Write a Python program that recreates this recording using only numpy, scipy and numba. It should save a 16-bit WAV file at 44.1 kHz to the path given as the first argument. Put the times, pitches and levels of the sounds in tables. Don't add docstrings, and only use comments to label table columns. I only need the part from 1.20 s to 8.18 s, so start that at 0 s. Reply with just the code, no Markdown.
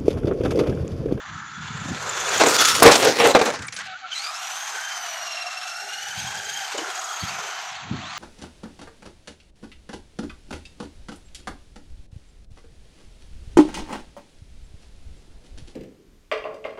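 import sys
import numpy as np
from scipy import signal
from scipy.fft import rfft, irfft, next_fast_len
from scipy.io import wavfile
from scipy.ndimage import uniform_filter1d
from numba import njit

SR = 44100
rng = np.random.default_rng(int(sys.argv[2]) if len(sys.argv) > 2 else 0)


def voltage_ratio(decibels):
    exponent = np.asarray(decibels, float) / 20
    return 10 ** exponent


def master_out(mix):
    frames = np.transpose(np.atleast_2d(mix))
    ceiling = np.clip(frames, -1, 1)
    pcm = np.round(ceiling * 32767).astype(np.int16)
    wavfile.write(sys.argv[1], SR, pcm)


N = 307818
T, M = np.arange(N) / SR, next_fast_len(N)
LOG_HZ = np.log(np.maximum(np.arange(M // 2 + 1) * SR / M, 1))
TOP_HZ = 15800

# pitch_hz, level_db (per Hz)
AIR_COLOUR = [(15, -81), (25, -48), (85, -8.5), (166, -10), (281, -7), (430, -45.5), (500, -7), (650, -51),
              (1100, -120)]
# peak_s, peak_db, rise_s, fall_s, edge_db
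GUSTS = [(.12, -41.5, 0.12, 0.38, -9), (.41, -41, 0.12, 0.51, -41), (.5, -50, 0.052, 0.1, -16),
         (.62, -41.5, 0.37, 1, -10), (.715, -35.5, 0.055, 0.16, 5), (1.2, -44, 0.15, 0.049, 0),
         (1.69, -35.5, 0.64, 0.19, 0), (2.3, -46, .04, 0.27, 0), (2.408, -33, 0.022, 0.022, 2),
         (2.43, -47, .06, 0.24, -16), (2.62, -52.5, .2, 0.22, -23), (5.02, -43, 0.22, 0.5, -19),
         (5.27, -63, .12, 0.29, -16), (6.036, -33, 0.025, 0.044, -4), (6.11, -47.5, 0.11, 0.26, -23),
         (6.66, -44.5, 0.23, 0.14, -29), (6.717, -31.5, 0.069, 0.21, 0.5), (6.77, -50, .05, 0.94, -10)]
# start_s, peak_db, pitch_hz
PUFFS = [(0.106, -38, 134), (0.186, -43, 161), (0.376, -31, 172), (0.436, -39, 125), (0.501, -23, 174),
         (0.542, -26, 127), (0.575, -38, 215), (0.61, -26, 140), (0.654, -23, 232), (0.714, -18, 237),
         (0.746, -30, 215), (4.969, -31, 124), (5.037, -30, 129), (6.708, -14, 184), (6.74, -28, 248)]
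# start_s, quarter_mesh_hz, whine_db, lower_mesh_db (re whine)
LAUNCH = [
    (2.91, 762, -52, -10),
    (2.92, 767, -23.5, -15),
    (2.94, 767, -32, -14),
    (2.96, 990, -30, -16),
    (2.98, 1015, -31, -14),
    (3.05, 1186, -35, -9),
    (3.11, 1244, -35, -4),
    (3.17, 1330, -38.5, -8),
]
CRUISE = [(3.22, 1414, -40, -1), (3.32, 1501, -40, -11), (3.42, 1602, -38, -5), (3.58, 1562, -43.5, -6),
          (3.72, 1560, -40, -0.5), (3.9, 1482, -36.5, -10), (4.18, 1353, -40.5, 2), (4.4, 1336, -42.5, -1),
          (4.56, 1353, -41.5, -1), (4.75, 1416, -41.5, -0.5), (5.0, 1562, -41, -3.5), (5.14, 1599, -46, -2),
          (5.4, 1555, -41, -1.5), (5.58, 1508, -48, 6), (5.75, 1648, -48, -1), (6.0, 1610, -40, -5.5),
          (6.2, 1538, -45.5, -10), (6.4, 1517, -47, 0)]
RESTART = [(6.45, 1495, -46, -8), (6.49, 1420, -46, -8), (6.53, 1277, -48, -8), (6.575, 1040, -44, -12),
           (6.626, 650, -42, -12), (6.66, 470, -54, -12), (6.72, 300, -65, -12), (6.765, 325, -43, -12),
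           (6.79, 500, -46, -12), (6.81, 670, -41, -12), (6.84, 850, -43, -12), (6.89, 1035, -43, -12),
           (6.98, 1200, -46, -8)]
# multiple, level_db, follows_lower_mesh (0-1), slack_db, flutter_depth, width_hz
MESH_ORDERS = [(2, 2.5, 1, -9, .015, 95.), (3, -6, 1, -4, .012, 120.), (4, -1, 0, -20, .025, 200.),
               (6, -17, 0, -12, .025, 250.), (8, -26, 0, -10, .025, 300.)]
# start_s, share
FLUTTER = [(3.3, .2), (3.9, .4), (4.1, .6), (4.3, 1.3), (4.7, 1.2), (5.1, 1.3), (6.1, 1.1), (6.3, .5),
           (6.45, .05)]
# centre_s, half_length_s
SKIPS = [
    (3.126, 0.016),
    (3.185, 0.0061),
    (5.593, 0.11),
    (6.508, .005),
    (6.547, .005),
    (6.923, .006),
]
# pitch_hz, width_hz, level_db
HOUSING = [(2720, 880, -2.5), (3960, 300, -0.5)]
# start_s, peak_db, pitch_hz
RATTLES = [(0.5681, -51, 7200), (0.7721, -48, 6460), (0.886, -33, 7140), (0.9951, -31.5, 6430),
           (1.083, -32.5, 7060), (1.171, -29.5, 6900), (1.2584, -18.5, 7080), (1.3406, -31, 7020),
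           (1.4194, -35, 6650), (1.4486, -28, 6700), (1.4745, -41, 6560), (5.1394, -42, 6900),
           (5.239, -39, 6800), (5.29, -43, 7500), (5.3318, -41, 6520), (5.571, -36, 7100),
           (5.71, -43, 6520), (5.747, -36.5, 7000), (5.7867, -36, 6500), (5.835, -38, 6900),
           (5.898, -51, 6450)]
# start_s, length_s,
# from_hz, to_hz, level_db
SQUEAKS = [(1.466, 0.1, 5370, 5500, -33), (1.56, .045, 5450, 5500, -38), (1.985, .05, 12000, 8000, -41),
           (.91, .13, 3520, 3400, -47), (1.994, .016, 5800, 5300, -28), (2.102, .015, 3900, 4050, -28),
           (2.139, .011, 4200, 3800, -30), (2.466, .012, 9500, 8900, -46), (2.476, .012, 8500, 6000, -46),
           (2.482, .01, 4200, 4350, -47), (2.48, .011, 2400, 2150, -36), (2.53, 0.036, 9900, 9700, -49),
           (2.575, .03, 1400, 1700, -42), (2.6, .018, 1800, 2000, -40), (2.723, 0.063, 1250, 1600, -39),
           (2.831, 0.053, 1297, 1424, -40.5), (2.98, 0.068, 790, 817, -47.5), (4.614, 0.1, 404, 401, -56.5),
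           (5.162, 0.17, 405, 417, -57.5), (5.395, 0.051, 823, 748, -35.5), (5.579, 0.021, 3000, 3000, -35),
           (5.572, .03, 340, 330, -39), (5.608, .03, 330, 320, -41), (5.67, .04, 390, 370, -46),
           (5.999, 0.029, 4420, 4550, -41), (6.07, 0.036, 4600, 4440, -41)]
GRUNTS = [
    (2.654, 0.12, 772, 735, -43.5),
    (2.812, 0.067, 781, 720, -43),
]
# start_s, mesh_hz, whine_db
NEARING = [(0, 3470, -63.5), (.3, 3430, -57.5), (.55, 3470, -53.5), (.8, 3610, -55), (.95, 3500, -45.5),
           (1.08, 3460, -41.5), (1.2, 3430, -43.5), (1.33, 3460, -43), (1.41, 3424, -26.5),
           (1.5, 3440, -39.5), (1.6, 3370, -39.5)]
# multiple, level_db, width_hz
NEAR_ORDERS = [(1, 1.5, 150.), (1.74, -1.5, 380.), (1.87, -4.5, 300.), (2.03, 2.5, 280.)]
# start_s, level_db
AXLE_HUM = [
    (0, -48),
    (.7, -42.5),
    (1.0, -47),
    (1.2, -58.5),
]
# start_s, upper_hump_hz, level_db, load_db (feeds the lower hump)
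HOWL = [
    [(0.0, 1220, -43, 3), (0.334, 1375, -40.5, -9), (1.006, 1330, -38.5, -3), (1.202, 1296, -37.5, 10),
     (1.376, 1323, -21, -12), (1.6, 1345, -30.5, -31)],
    [(2.9, 1385, -44.5, -35), (3.1, 1250, -35, -9), (3.34, 1445, -47.5, 6), (3.68, 1578, -35, -8),
     (3.96, 1134, -49, 10.5), (4.5, 1363, -39, -1), (4.89, 1566, -37.5, -4), (5.39, 1610, -39, -1),
     (5.62, 1410, -43.5, 4), (5.8, 1264, -37, -4.5), (6.35, 1444, -40, 0.5), (6.66, 1335, -51, 3.5),
     (6.98, 1150, -42.5, 0.5)],
]
# start_s, level_db, wheelspin_db, load_db
TYRES = [
    [(0.0, -46.5, -35, 7.5), (.27, -45, -28.5, 2.5), (.56, -38, -32, -1), (.68, -38.5, -19, 0),
     (1.138, -28.5, -13.5, 1.5), (1.2, -31, -8, 5.5)],
    [(2.6, -38, -37, 3), (2.67, -40, -46, -0.5), (2.87, -45, -49, -0.5), (2.94, -36.5, -15.5, -6.5),
     (3.45, -35.5, -11, 0), (4.11, -36, -20.5, 0.5), (4.55, -40, -12.5, -1), (5.0, -35, -14.5, -3.5),
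     (5.86, -36.5, -13.5, 0.5), (6.3, -35.5, -19, 0), (6.55, -38.5, -28.5, -1.5), (6.75, -42, -41, -0.5),
     (6.98, -35.5, -27, -2)],
]
# pitch_hz, level_db (per Hz)
TYRE_COLOUR = [(280, -18.5), (400, -1.5), (540, -3), (700, -3.5), (1050, 2), (1500, 4.5), (2300, -1.5),
               (4200, -4.5), (5200, -10.5), (6500, -7), (7600, -13.5), (9000, -23), (11000, -30),
               (13000, -28), (15500, -46)]
# peak_s, peak_db, rise_s, fall_s
CRACKS = [(.7, -48.5, 0.11, 1), (1.18, -34.5, 0.91, 0.076), (3.55, -50, 0.086, 0.085),
          (3.06, -61, 0.029, 0.081), (3.76, -67, 0.12, 0.24), (4.63, -55, 0.074, 0.21),
          (4.78, -62, 0.083, 0.35), (5.22, -53, 0.42, 0.47), (5.546, -35, 0.0094, 0.32),
          (6.26, -49, 0.58, 0.27), (6.729, -50, 0.18, 0.13)]
# start_s, peak_db
CHIPS = [
    (1.6298, 7.5),
    (1.635, 1.5),
    (1.657, -15),
    (1.7134, -17),
    (1.849, -9.5),
    (2.0734, -11),
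    (2.254, -22),
    (2.3341, -32),
]
# start_s, drag_db, weight_db, rasp_db
DRAG = [
    [(1.14, -29, -14, 0.5), (1.228, -16.5, 4, 1), (1.47, -22.5, -9, 5.5), (1.566, -29, 2, 6)],
    [(1.66, -3.5, 5.5, -4.5), (1.774, -28.5, 10, 5.5), (1.81, -23, 8, 3.5), (1.87, -18.5, 7, -1.5),
     (1.955, -30, 1, 2.5), (2.01, -16, 4, -0.5), (2.07, -15.5, 12.5, 0.5), (2.135, -27.5, 8.5, 2),
     (2.165, -18.5, 12.5, -1), (2.2, -20.5, 8.5, -4), (2.27, -24.5, 5.5, -0.5), (2.384, -37.5, -3.5, -4.5),
     (2.66, -43.5, -59, -2.5)],
]
# pitch_hz, level_db (per Hz)
SHELL_COLOUR = [(59, -57), (100, -16.5), (181, -22.5), (300, -7), (348, -10), (468, 0), (643, -10),
                (1530, -3.5), (2820, -4.5), (6860, -9.5), (15600, -24)]
# pitch_hz, width_hz, level_db
SHELL_MODES = [(291.5, 100, -6.5), (485.5, 21, -2.5), (565, 320, 3), (906, 260, 3), (1050, 81, 0),
               (1514, 530, -2.5), (2370, 390, -6), (3890, 500, -10), (6100, 83, -26)]
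# start_s, peak_db, crack_db (re peak), ring_t60_s
BLOWS = [
    (1.236, -1, -7, 0.016),
    (1.622, 5.5, -14, 0.24),
    (2.149, 6, -19.5, 0.11),
    (2.2133, -4.5, -13.5, 0.11),
]
BUMPS = [(1.197, 1.5, -10, 0.11), (1.206, 0, -11.5, 0.24), (1.258, 7.5, -15, 0.046), (1.272, -20, 5, 0.036),
         (1.304, -8, -12, 0.05), (1.342, -7, -1.5, 0.032), (1.382, -8.5, 0.5, 0.14),
         (1.406, -10.5, -2.5, 0.14), (1.447, -7.5, 9, 0.044), (1.472, -20, -18, 0.033),
         (1.547, -9, 7.5, 0.057), (1.597, -6, 4.5, 0.041), (1.654, 11, -13, 0.21), (1.711, -5, 0, 0.29),
         (1.753, -2.5, 8, 0.039), (1.823, -4, -8, 0.18), (1.847, -4.5, -4, 0.088), (1.868, -17, -15, 0.066),
         (1.995, -2.5, -21.5, 0.23), (2.037, -5.5, -12.5, 0.12), (2.047, -6, -16, 0.41),
         (2.083, -15.5, -1, 0.053), (2.188, -3.5, -10.5, 0.1), (2.253, -6.5, -11, 0.25),
         (2.283, -19, -18, 0.092), (2.334, -13, -10, 0.092), (5.535, -19.5, -14, 0.16),
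         (5.576, -10.5, -7, 0.079)]
TAPS = [(2.355, -40, 0, 0.039), (2.39, -29, 2, .05), (2.42, -24.5, 1, 0.077), (2.443, -38, -2, 0.036),
        (2.482, -25, 1.5, 0.055), (2.523, -26, -0.5, 0.18), (2.563, -25, 2, 0.15), (2.588, -32, 7, 0.057),
        (2.598, -34, 1, 0.074), (2.612, -34, 3, 0.049), (2.665, -33, 1.5, 0.056)]
# start_s, notch_hz, depth (0-1)
BOUNCE = [(0, 710, 0.75), (.2, 706, 0.6), (.56, 690, 0.53), (.65, 734, 0.18), (2.499, 1020, 0.22),
          (2.699, 980, 0.7), (3.1, 1025, 0.02), (4.3, 880, 0.28), (4.55, 1007, 0.5), (4.8, 1010, 0.73),
          (5.0, 1117, 0.4), (5.12, 1080, 0.06), (5.25, 1017, 0.96), (5.45, 1050, 0.24), (5.55, 1050, 0)]
# pitch_hz, level_db
NOISE_GATE = [(150, -93.5), (300, -106), (420, -75.5), (560, -69.5), (750, -81), (1060, -65.5), (1400, -75),
              (3500, -90), (5400, -84), (6500, -91), (8200, -82), (10500, -99), (15000, -96)]


def level(x, db):
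    return x * voltage_ratio(db) / np.sqrt(np.mean(x ** 2))


def noise():
    return rng.standard_normal(N)


def band(x, lo_hz, hi_hz, order=3):
    return signal.sosfilt(signal.butter(order, [lo_hz, hi_hz], "band", fs=SR, output="sos"), x)


def play(spans):
    rows = np.concatenate(spans)
    gate = 0
    for span in spans:
        start, end = span[0][0], span[-1][0]
        gate = gate + np.interp(T, [start - .02, start, end, end + .02], [0, 1, 1, 0])
    return [np.interp(T, rows[:, 0], column) for column in rows[:, 1:].T], gate


@njit
def svf(x, hz, width):
    y, b, l = np.empty(len(x)), 0., 0.
    for i in range(len(x)):
        g, k = np.tan(np.pi * hz[i] / SR), width / hz[i]
        v = (b + g * (x[i] - l)) / (1 + g * (g + k))
        b, l, y[i] = 2 * v - b, l + 2 * g * v, k * v
    return y


def rough_tone(hz, width_hz):
    return level(svf(svf(noise(), hz, width_hz), hz, width_hz), 0)


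def walk(rate):
    k = int(SR / rate)
    held = np.repeat(rng.standard_normal(N // k + 1), k)
    return 0.76 * uniform_filter1d(uniform_filter1d(held, k), k)[:N]


def colour(points):
    hz, db = np.transpose(points)
    return voltage_ratio(np.interp(LOG_HZ, np.log(hz), db))


def swell(s, db, rise_s, fall_s):
    return voltage_ratio(db - 30 * np.maximum((s - T) / max(rise_s, .005), (T - s) / max(fall_s, .005)))


def friction(controls, points, low_hz, knee_hz, edge, grains, spread_db, bump_db, flicker_db):
    db, low, mid, top = controls
    size = np.minimum(rng.exponential(size=N), 4)
    stones = (rng.random(N) < grains / SR) * voltage_ratio(spread_db * size) * noise()
    rub = rfft(noise() + level(stones, -1.8), M) * colour(points)
    bumps = walk(40) + 2.54 * walk(110)
    treble = mid - 3.5 + 0.34 * np.minimum(top - mid + 15, 0)
    air = top - 23 + 1.27 * np.minimum(db + top + 51.0, 12)
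    slices = [
        (low_hz, knee_hz, low, 1), (knee_hz, 1150, 0.059 * low - 3, .8), (1157, 2210.0, -1.5, 0.7),
        (2200, 4800, mid - 2.5, 1), (4800, 8000, treble, 1), (8000, 13000, top, 1.3), (13000, TOP_HZ, air, 1.6)]
    out = 0
    for lo, hi, rel_db, shake in slices:
        centres = np.linspace(np.log(lo), np.log(hi), 3)
        inside = np.minimum(LOG_HZ - np.log(lo), np.log(hi) - LOG_HZ)
        window = np.clip(.5 + inside / edge, 0, 1)
        part = 0
        for peak in np.eye(3):
            third = irfft(rub * window * np.interp(LOG_HZ, centres, peak), M)[:N]
            part = part + third * voltage_ratio(flicker_db * walk(15))
        out = out + level(part * voltage_ratio(bump_db * shake * bumps), 0) * voltage_ratio(db + rel_db)
    return out


def still_air():
    return level(irfft(rfft(rng.standard_normal(M)) * colour(AIR_COLOUR), M)[:N], -70)


def far_hiss():
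    top = band(noise(), 7800, 11200) * voltage_ratio(5 * walk(30))
    main = band(noise(), 5900, 7370) * voltage_ratio(3 * walk(25))
    return level(main, -69.5) + level(top, -81)


def wind():
    eddies = voltage_ratio(2.6 * walk(45))
    low = level(band(noise(), 79.4, 193) * eddies, 0.27)
    high = level(band(noise(), 206, 330) * eddies ** 2.5, -2.5)
    return sum(swell(*row) * (low + voltage_ratio(min(edge_db, 0)) * high) for *row, edge_db in GUSTS)


def puffs():
    out = np.zeros(N)
    for s, db, hz in PUFFS:
        n = int(2.5 / hz * SR)
        out[int(s * SR):][:n] += voltage_ratio(db - 1) * np.hanning(n) * np.sin(2 * np.pi * hz * T[:n])
    return out


def gears():
    (hz, db, lower_db), gate = play([LAUNCH + CRUISE + RESTART])
    start, step_s, steps_end_s = LAUNCH[0][0], .04, 3.23
    stepped = start + (np.maximum(T - start, 0) // step_s + .5) * step_s
    hz = uniform_filter1d(np.interp(np.where(T < steps_end_s, stepped, T), T, hz), size=120)
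    turn = np.sin(2 * np.pi * (0.31 + np.cumsum(hz / 62 * (1 + .12 * walk(12))) / SR))
    waver = (.75 * turn + .45 * walk(70)) * np.interp(T, *np.transpose(FLUTTER))
    slack = sum(np.clip(1.5 - np.abs(T - s) / half, 0, 1) for s, half in SKIPS)
    hiss = (8.1, -15 + 17 * np.log2(hz / 1500), 0.0069, -13.5, 0.01, 1900.0)
    out = 0
    for order, rel_db, lower, slack_db, depth, width_hz in MESH_ORDERS + [hiss]:
        centre = order * hz * (1 + depth * waver + 0.005 * walk(66))
        boost = sum(g / (1 + (2 * (centre - f) / w) ** 2) for f, w, g in HOUSING)
        boost = boost + 8 * (order == 8) * (T < steps_end_s)
        unsteady_db = slack_db * slack + 1.44 * walk(45) + 4.5 * waver
        gain_db = db + rel_db + lower * lower_db + boost + unsteady_db
        out = out + rough_tone(centre, width_hz) * voltage_ratio(gain_db)
    return out * gate


def rattles():
    s, db, hz = np.transpose(RATTLES)
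    jolt = np.zeros(N)
    jolt[(s * SR).astype(int)] = voltage_ratio(db + 5.0)
    buzz = rough_tone(np.interp(T, s, hz), 860.0)
    sizzle = level(band(noise(), 7200, 14500), -19.5)
    return signal.fftconvolve(jolt, np.hanning(900))[:N] * (buzz + sizzle)


def squeaks(table, over_db):
    out, drift = np.zeros(N), 1 + .007 * walk(300)
    for s, length, from_hz, to_hz, db in table:
        n = int(length * SR)
        hz = np.linspace(from_hz, to_hz, n) * drift[int(s * SR):][:n]
        phase = 2 * np.pi * np.cumsum(hz) / SR
        tone = np.sin(phase)
        for k in range(2, 7 if 600 < to_hz < 1000 else 3):
            tone = tone + voltage_ratio(over_db - 11.5 * np.log2(k / 2)) * np.sin(k * phase)
        out[int(s * SR):][:n] += voltage_ratio(db + 6) * np.hanning(n) ** .4 * tone
    return out * voltage_ratio(2.5 * walk(90)) * (1 + 0.4 * walk(500))


def nearing_gears():
    (hz, db), gate = play([NEARING])
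    throb = np.sin(2 * np.pi * np.cumsum(14 * (1 + 0.2 * walk(9.43))) / SR)

    def rough(k, width_hz):
        return rough_tone(k * hz, width_hz) * voltage_ratio(3 * walk(28))

    hum = voltage_ratio(np.interp(T, *np.transpose(AXLE_HUM))) * rough(0.481, 260.)
    mesh = sum(voltage_ratio(rel_db) * rough(k, width_hz) for k, rel_db, width_hz in NEAR_ORDERS)
    return gate * (hum + voltage_ratio(db + 4.5 * throb) * mesh)


def howl():
    (high_hz, high_db, load), gate = play(HOWL)
    low_hz = 752 + 0.3 * (high_hz - 1400)
    low = rough_tone(low_hz, 150.0) * voltage_ratio(high_db + load + 3.4 * walk(30))
    high = rough_tone(high_hz, 250.0) * voltage_ratio(high_db + 2.1 * walk(40))
    return gate * band(low + high, 660, 3660, order=4)


def tyres():
    (db, spin, load), gate = play(TYRES)
    thud = 20 * np.log10(voltage_ratio(db - 30) + sum(swell(*row) for row in CRACKS))
    controls = db + load, thud - db - load, -load, spin - load
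    return gate * friction(controls, TYRE_COLOUR, 300, 613, edge=.1, grains=4000,
                           spread_db=1.5, bump_db=0.8, flicker_db=2.5)


def chips():
    s, db = np.transpose(CHIPS)
    hits = np.zeros(N)
    hits[(s * SR).astype(int)] = voltage_ratio(db - 4.5)
    tail = voltage_ratio(-60 * T[:2000] / 0.007)
    return signal.fftconvolve(hits, tail)[:N] * level(band(noise(), 3500, 13200), 0)


def dragging():
    (db, weight, rasp), gate = play([DRAG[0] + DRAG[1]])
    controls = db, weight, rasp, -15.5 + 2.26 * rasp
    return gate * friction(controls, SHELL_COLOUR, 93, 780, edge=.5, grains=3800,
                           spread_db=5.0, bump_db=0.9, flicker_db=5.5)


def knocks(table, rise_s, lift):
    body, crack, contact, age = np.zeros(N), np.zeros(N), np.ones(N), T[:8000]
    for s, db, crack_db, t60 in table:
        i = int(s * SR)
        hit = np.minimum(age / rise_s, 1) * voltage_ratio(db)
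        body[i:][:len(age)] += hit * voltage_ratio(.5 * min(db + 8.0, 0) - 60 * age / max(t60, .01))
        crack[i:][:len(age)] += hit * voltage_ratio(crack_db - 60 * age / (0.7 * t60))
        contact *= np.interp(T - s, [-.04, -.012, 0, rise_s], [1, 1 - lift, 1 - lift, 1])
    return body, crack, contact


def kicks():
    out = np.zeros(N)
    for s, db, *_ in BLOWS:
        out[int(s * SR):][:30] += voltage_ratio(db + 4) * np.hanning(30)
    return out


def shell(body, crack, kick):
    push = body * noise() + kick
    ring = 0
    for k, (hz, width, db) in enumerate(SHELL_MODES):
        ring = ring + (-1) ** k * voltage_ratio(db) / np.sqrt(width) * svf(push, hz + 0 * T, 1. * width)
    return voltage_ratio(25) * band(ring, 154, 12000, order=2) + band(crack * noise(), 1000, 7400, order=4)


def tumbling_shell():
    blows = knocks(BLOWS, rise_s=0.00025, lift=0.72)
    bumps = knocks(BUMPS, rise_s=.007, lift=.4)
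    taps = knocks(TAPS, rise_s=0.0019, lift=.15)
    body, crack = blows[0] + bumps[0] + taps[0], blows[1] + bumps[1] + taps[1]
    contact = blows[2] * bumps[2] * taps[2]
    return voltage_ratio(-2.5) * dragging() * contact + shell(body, crack, kicks())


def ground_bounce(x):
    s, notch_hz, depth = np.transpose(BOUNCE)
    for _ in range(2):
        x = x - np.clip(np.interp(T, s, depth), 0, 1) * svf(x, np.interp(T, s, notch_hz), 260.0)
    return x


def wall_echo(x):
    return voltage_ratio(-28.0) * np.concatenate([np.zeros(3100), band(x, 700, 4000)])[:N]


def gate_hiss(x):
    hz, _, z = signal.stft(x, SR, nperseg=1024)
    power = uniform_filter1d(uniform_filter1d(np.abs(z) ** 2, size=5, axis=-2), size=3, axis=-1)
    at_hz, db = np.transpose(NOISE_GATE)
    limit = voltage_ratio(np.interp(np.log(hz + 1), np.log(at_hz), db))[:, None] ** 2
    gain = np.clip(power / limit - 1, 0.41, 1)
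    return signal.istft(z * gain, SR, nperseg=1024)[1][:, :N]


def scene():
    background = still_air() + far_hiss() + wind() + puffs()
    far = band(gears() + rattles(), 300, 12800, order=4)
    voices = squeaks(SQUEAKS, over_db=-22) + squeaks(GRUNTS, over_db=-3) + nearing_gears()
    rolling = howl() + voltage_ratio(-0.5) * tyres()
    trucks = ground_bounce(far + voices + rolling + chips() + tumbling_shell())
    return (background + trucks + wall_echo(trucks))[None]


def roll_off(x):
    return signal.sosfilt(signal.butter(12, 15790, fs=SR, output="sos"), x)


def record(dry):
    x = signal.sosfilt(signal.ellip(10, .2, 80, TOP_HZ, fs=SR, output="sos"), gate_hiss(dry))
    x = signal.sosfilt(signal.butter(2, 45, "high", fs=SR, output="sos"), x)
    x = .8 * np.tanh(np.abs(x / .8) ** 2) ** .5 * np.sign(x)
    return roll_off(x)


dry = scene()
out = record(dry)
master_out(out)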